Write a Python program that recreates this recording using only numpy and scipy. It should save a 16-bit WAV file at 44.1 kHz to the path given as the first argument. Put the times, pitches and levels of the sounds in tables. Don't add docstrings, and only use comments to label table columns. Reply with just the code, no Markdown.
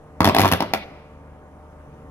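import sys
import numpy as np
from scipy import signal
from scipy.fft import rfft, irfft, next_fast_len
from scipy.io import wavfile
from scipy.ndimage import uniform_filter1d

SR = 44100
rng = np.random.default_rng(int(sys.argv[2]) if len(sys.argv) > 2 else 0)


def store_wav(level_fs):
    pcm = np.round(np.clip(np.atleast_2d(level_fs), -1, 1) * 32767)
    wavfile.write(sys.argv[1], SR, pcm.T.astype(np.int16))


def attenuation_scalar(level_db):
    decades = np.asarray(level_db, float) / 20
    return 10 ** decades


N = 92610


def evened(x):
    return x / np.sqrt(np.mean(x ** 2) + 1e-20)


def read(points, hz):
    f, value = np.transpose(points)
    return np.interp(np.log(hz + 1), np.log(f + 1), value)


def slow(rate_hz, count):
    t = np.arange(N) / SR
    f = np.geomspace(rate_hz / 20, rate_hz, 12)[:, None]
    turn = rng.random((count, 12, 1))
    waves = np.sin(2 * np.pi * (f * t + turn)) / np.sqrt(f)
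    return evened(np.sum(waves, axis=1))


def causal(points):
    log_gain = np.log(attenuation_scalar(read(points, abs(np.fft.fftfreq(2048, 1 / SR)))))
    spectrum = np.exp(log_gain - 1j * signal.hilbert(log_gain).imag)
    taps = np.fft.ifft(spectrum).real[:1024]
    return taps / np.linalg.norm(taps)


def diffuse(gain):
    # pitch_hz, likeness (0 to 1)
    likeness = [(60, 0.91), (200, 0.98), (640, 0.75), (1400, 0.75), (3000, .3), (7000, 0.14), (15000, .1)]
    hz = np.fft.rfftfreq(512, 1 / SR)[:, None]
    t = np.arange(N // 128 + 5) * 128 / SR
    a, b, c, d = rng.standard_normal((len(t), 257, 4)).T
    same = np.clip(read(likeness, hz), 0, 1)
    left = a + 1j * b
    right = same * left + np.sqrt(1 - same ** 2) * (c + 1j * d)
    spectra = np.array([left, right]) * gain(hz, t)
    return evened(signal.istft(spectra, nperseg=512, noverlap=384)[1][:, :N])


def ports(x, tilt, lead_s):
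    # pitch_hz, left_minus_right_db
    left_gain = [(60, 2), (150, 0), (380, 0.5), (950, 0.0), (2380, -1.5), (5980, 17.5), (15000, 18)]
    size = next_fast_len(N + 4096)
    hz = np.fft.rfftfreq(size, 1 / SR)
    half = attenuation_scalar(tilt * read(left_gain, hz) / 2) * np.exp(1j * np.pi * hz * lead_s)
    padded = np.pad(x, [(0, 0), (0, size - N)], "reflect")
    return irfft(rfft(padded) * np.array([half, 1 / half]), size)[:, :N]


def road():
    # pitch_hz, level_db (per Hz)
    rumble_colour = [(25, -33), (60, 0), (200, -4.5), (600, -9.5), (1100, -12.5), (2000, -24), (3300, -36),
                     (9000, -72)]
    # start_s, level_db
    traffic = [
        (0, -2.5),
        (.7, 3),
        (1.1, -3.5),
        (1.4, -2.5),
        (1.7, -0.5),
        (1.9, 0),
        (2.1, -1),
    ]
    # pitch_hz, level_db (per Hz)
    hiss_colour = [(1500, -7), (3500, -10), (6000, -5.5), (8300, -9.5), (10800, -7), (12200, -17),
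                   (15500, -13), (15900, -40)]
    # start_s, level_db
    hiss_level = [(0, -76), (1.3, -77.5), (1.75, -76), (2.1, -75)]
    rumble_db, gust_db = -46, 0.6
    t = np.arange(N) / SR

    grid = rng.standard_normal((N // 128 + 5, 257))
    patches = evened(uniform_filter1d(uniform_filter1d(grid, 20, 0), 6, 1)).T
    rumble = diffuse(lambda hz, _: attenuation_scalar(read(rumble_colour, hz) + 1.3 * patches))
    traffic_db = np.interp(t, *np.transpose(traffic))
    rumble = rumble * attenuation_scalar(rumble_db + traffic_db + gust_db * slow(11, count=1))
    hiss = diffuse(lambda hz, _: attenuation_scalar(read(hiss_colour, hz) + 1.4 * patches))
    return rumble + hiss * attenuation_scalar(np.interp(t, *np.transpose(hiss_level)))


def truck():
    # multiple (of the firing rate), level_db
    idle = [(1, 4.5), (2, -1.5), (3, -8.5), (4, -13.5), (5, -47), (6, -5.5), (7, -9), (8, -5.5), (9, -40),
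            (10, -9), (11, -92), (12, -10.5), (13, -19), (14, -16), (15, -16.5), (16, -16.5)]
    # multiple (of the firing rate), level_db
    cylinders = [(2 / 3, -6), (7 / 3, -14), (11 / 3, -7.5)]
    # start_s, exhaust_boom_db, pump_drone_db
    load = [
        (0, -17, -1),
        (.2, 5, 1.5),
        (.9, -7.5, 1),
        (1.2, 3.5, -1),
        (1.549, -6, -2),
        (1.8, 1, -1),
        (1.949, -9.5, 1),
        (2.1, 6, 0.5),
    ]
    firing_hz, wander = 75.7, 0.002
    idle_db, throb_db = -49.5, 1.5

    orders = np.array(list(idle) + list(cylinders))
    multiple, tone_db = orders[:, :1], orders[:, 1:]
    turns = np.cumsum(firing_hz * (1 + wander * slow(3.02, count=1)[0])) / SR
    s, boom_db, drone_db = np.transpose(load)
    t = np.arange(N) / SR
    boom, drone = np.interp(t, s, boom_db), np.interp(t, s, drone_db)
    load_db = np.where(multiple % 2 == 0, drone, boom)
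    level = attenuation_scalar(idle_db + tone_db + load_db + throb_db * slow(10, count=len(orders)))
    start = rng.random((len(orders), 1))
    return (level * np.sin(2 * np.pi * (multiple * turns + start))).sum(0)


def ring(t, hz, t60):
    return np.sin(2 * np.pi * hz * t) * attenuation_scalar(-60 * np.maximum(t, 0) / t60) * (t > 0)


def crack(t, level_db):
    pitch_hz, spread, t60 = 931, 0.21, 0.0065
    restrike_s, restrike_db, restrike_spread_db = 0.002354, -5.5, 3.5
    pitch_luck, time_luck, level_luck, again_luck = rng.uniform(-0.98, 1, 4)
    first = ring(t, pitch_hz * (1 + spread * pitch_luck), t60)
    late = t - restrike_s * (1 + 0.35 * time_luck)
    again = ring(late, pitch_hz * (0.75 + 0.39 * again_luck), t60)
    return attenuation_scalar(level_db + 1.5) * (first + attenuation_scalar(restrike_db + restrike_spread_db * level_luck) * again)


def hot_air_push(t, level_db):
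    push_hz = 186.6 * (1 + 0.08 * rng.uniform(-0.98, 1))
    push = ring(t, push_hz, t60=0.026)
    swell = ring(t - 0.0041, 97, t60=0.015)
    return attenuation_scalar(level_db + 6) * (attenuation_scalar(-2) * swell - push)


def torn_edge(t, level_db):
    return attenuation_scalar(level_db - 14.5) * np.exp(-t / 0.0021) * rng.standard_normal(len(t))


def fizz(t, level_db):
    rise_s, fall_s, grain_db = 0.0005, 0.002, 5
    noise, grains = rng.standard_normal((2, len(t)))
    shape = (1 - np.exp(-t / rise_s)) * np.exp(-t / fall_s)
    return attenuation_scalar(level_db + 11.5 + grain_db * grains) * shape * noise


def arc():
    # start_s, crack_db, fizz_db, push_db
    strikes = [(0.2054, 1.5, -30.5, -9.5), (0.2177, -9.5, -54, -14), (0.2302, -13, -48, -39),
               (0.245, -0.5, -22.5, -16.5), (0.2542, -5.5, -24.5, -10.5), (0.2645, -10, -31, -14.5),
               (0.2743, 0.5, -27.5, -10.5), (0.2877, -17, -28.5, -18), (0.2956, -2, -60, -13),
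               (0.3474, -3.5, -25, -22), (0.3649, 0, -26, -28), (0.3766, -23, -44, -18.5),
               (0.3845, -2, -22, -14.5), (0.3949, 0, -28, -11.5), (0.4043, -19, -22.5, -18),
               (0.4158, -15.5, -23.5, -13), (0.426, -14, -32, -17), (0.4351, -5, -35, -10),
               (0.4469, -2, -52, -14.5), (0.4555, -0.5, -32, -14), (0.4666, -11, -34.5, -21),
               (0.4772, -35, -27.5, -20.5), (0.4871, -35, -33.5, -22), (0.5152, -6.5, -26, -20),
               (0.5229, -8, -21.5, -10.5), (0.5345, -4, -25, -13.5), (0.6052, -4.5, -31.5, -23),
               (0.6232, -7, -39, -23.5), (0.7359, -3.5, -23, -23.5), (0.7464, -11.5, -37.5, -28)]
    # pitch_hz, level_db (per Hz)
    fizz_colour = [(400, -31), (1800, 2.5), (3000, -0.5), (5000, -6.5), (8300, -24), (11500, -7.5),
                   (15300, -16), (16800, -47)]
    # pitch_hz, level_db (per Hz)
    edge_colour = [(800, -25.5), (2200, 1.5), (3500, -1.5), (5200, -7.5), (7500, -24.5)]
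    low_cut_hz, blunt_hz = 124, 3040

    t = np.arange(2000) / SR
    body, spit, edge = np.zeros((3, N))
    for start_s, crack_db, fizz_db, push_db in strikes:
        first = round(start_s * SR)
        at = slice(first, first + len(t))
        body[at] += crack(t, crack_db) + hot_air_push(t, push_db)
        edge[at] += torn_edge(t, crack_db)
        spit[at] += fizz(t, fizz_db)
    band = signal.butter(2, [low_cut_hz, blunt_hz], "band", fs=SR, output="sos")
    body = signal.sosfilt(band, body)
    spit = signal.oaconvolve(spit, causal(fizz_colour))[:N]
    edge = signal.oaconvolve(edge, causal(edge_colour))[:N]
    return body + spit + edge


def early_echoes(x):
    # delay_s, level_db, left_minus_right_s
    bounces = [
        (.0011, -9, .0001),
        (.0042, -15.5, -.0003),
        (.0075, -21.5, .0005),
        (.0130, -11, -.0005),
        (.0155, -26, .0004),
        (0.0245, -20, -.0006),
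        (0.038, -17, .0006),
    ]
    dull_hz = 3240
    taps = np.zeros((2, round(0.06 * SR)))
    for delay_s, db, apart_s in bounces:
        taps[0, round((delay_s + apart_s / 2) * SR)] = attenuation_scalar(db)
        taps[1, round((delay_s - apart_s / 2) * SR)] = attenuation_scalar(db)
    r = np.exp(-2 * np.pi * dull_hz / SR)
    return signal.lfilter([1 - r], [1, -r], signal.oaconvolve(x[None], taps, axes=1)[:, :N])


def street_tail(x):
    # pitch_hz, t60_s (time to fall 60 dB)
    far_t60 = [(60, 0.56), (250, 1.1), (1000, 0.85), (2600, 1.19), (4000, 1.01), (6500, 0.77), (9000, 0.56),
               (16000, 0.43)]
    # pitch_hz, level_db
    tail_colour = [(60, 11.5), (200, 6), (600, 6), (1500, 6), (4000, -1), (8000, 4.5), (16000, -1.5)]
    # pitch_hz, level_db
    front_colour = [(300, -33), (500, -2.5), (1200, -1), (3500, 9.5), (6500, -5), (8500, -20), (12000, -19),
                    (16000, -32)]
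    near_t60, near_db, far_db, fronts_db = 0.17, -7, -17, -19.5
    far_start_s, fronts_from_s, fronts_to_s = 0.06, 0.041, 0.108

    t = np.arange(N) / SR
    near = diffuse(lambda hz, s: attenuation_scalar(read(tail_colour, hz) - 60 * s / near_t60))
    near = near * np.minimum(t / 0.0071, 1)
    far = diffuse(lambda hz, s: attenuation_scalar(read(tail_colour, hz) - 60 * s / read(far_t60, hz)))
    far = far * (1 - np.exp(-t / far_start_s))
    row = np.clip(t / fronts_from_s, 0, 1) * np.clip((fronts_to_s - t) / 0.0059, 0, 1)
    fronts = evened(row * diffuse(lambda hz, s: attenuation_scalar(read(front_colour, hz) + 0 * s)))
    tail = (attenuation_scalar(near_db) * near + attenuation_scalar(far_db) * far + attenuation_scalar(fronts_db) * fronts) / np.sqrt(N)
    return signal.fftconvolve(x[None], tail, axes=1)[:, :N]


def street(x):
    lead_s = 0.00011
    direct = ports(x + early_echoes(x), tilt=0.7, lead_s=lead_s)
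    return direct + ports(street_tail(x), tilt=0.18, lead_s=lead_s)


def scene():
    background = ports(road() + truck(), tilt=0.9, lead_s=0.00012)
    return background + street(arc())


def band_limit(x):
    return signal.sosfilt(signal.butter(12, 16980, fs=SR, output="sos"), x)


def record(dry):
    soft = np.tanh(dry)
    treble_cut = signal.firwin(511, 16200, window=("kaiser", 9), fs=SR)
    mix = signal.oaconvolve(soft, treble_cut[None], "same")
    return band_limit(mix)


dry = scene()
out = record(dry)
store_wav(out)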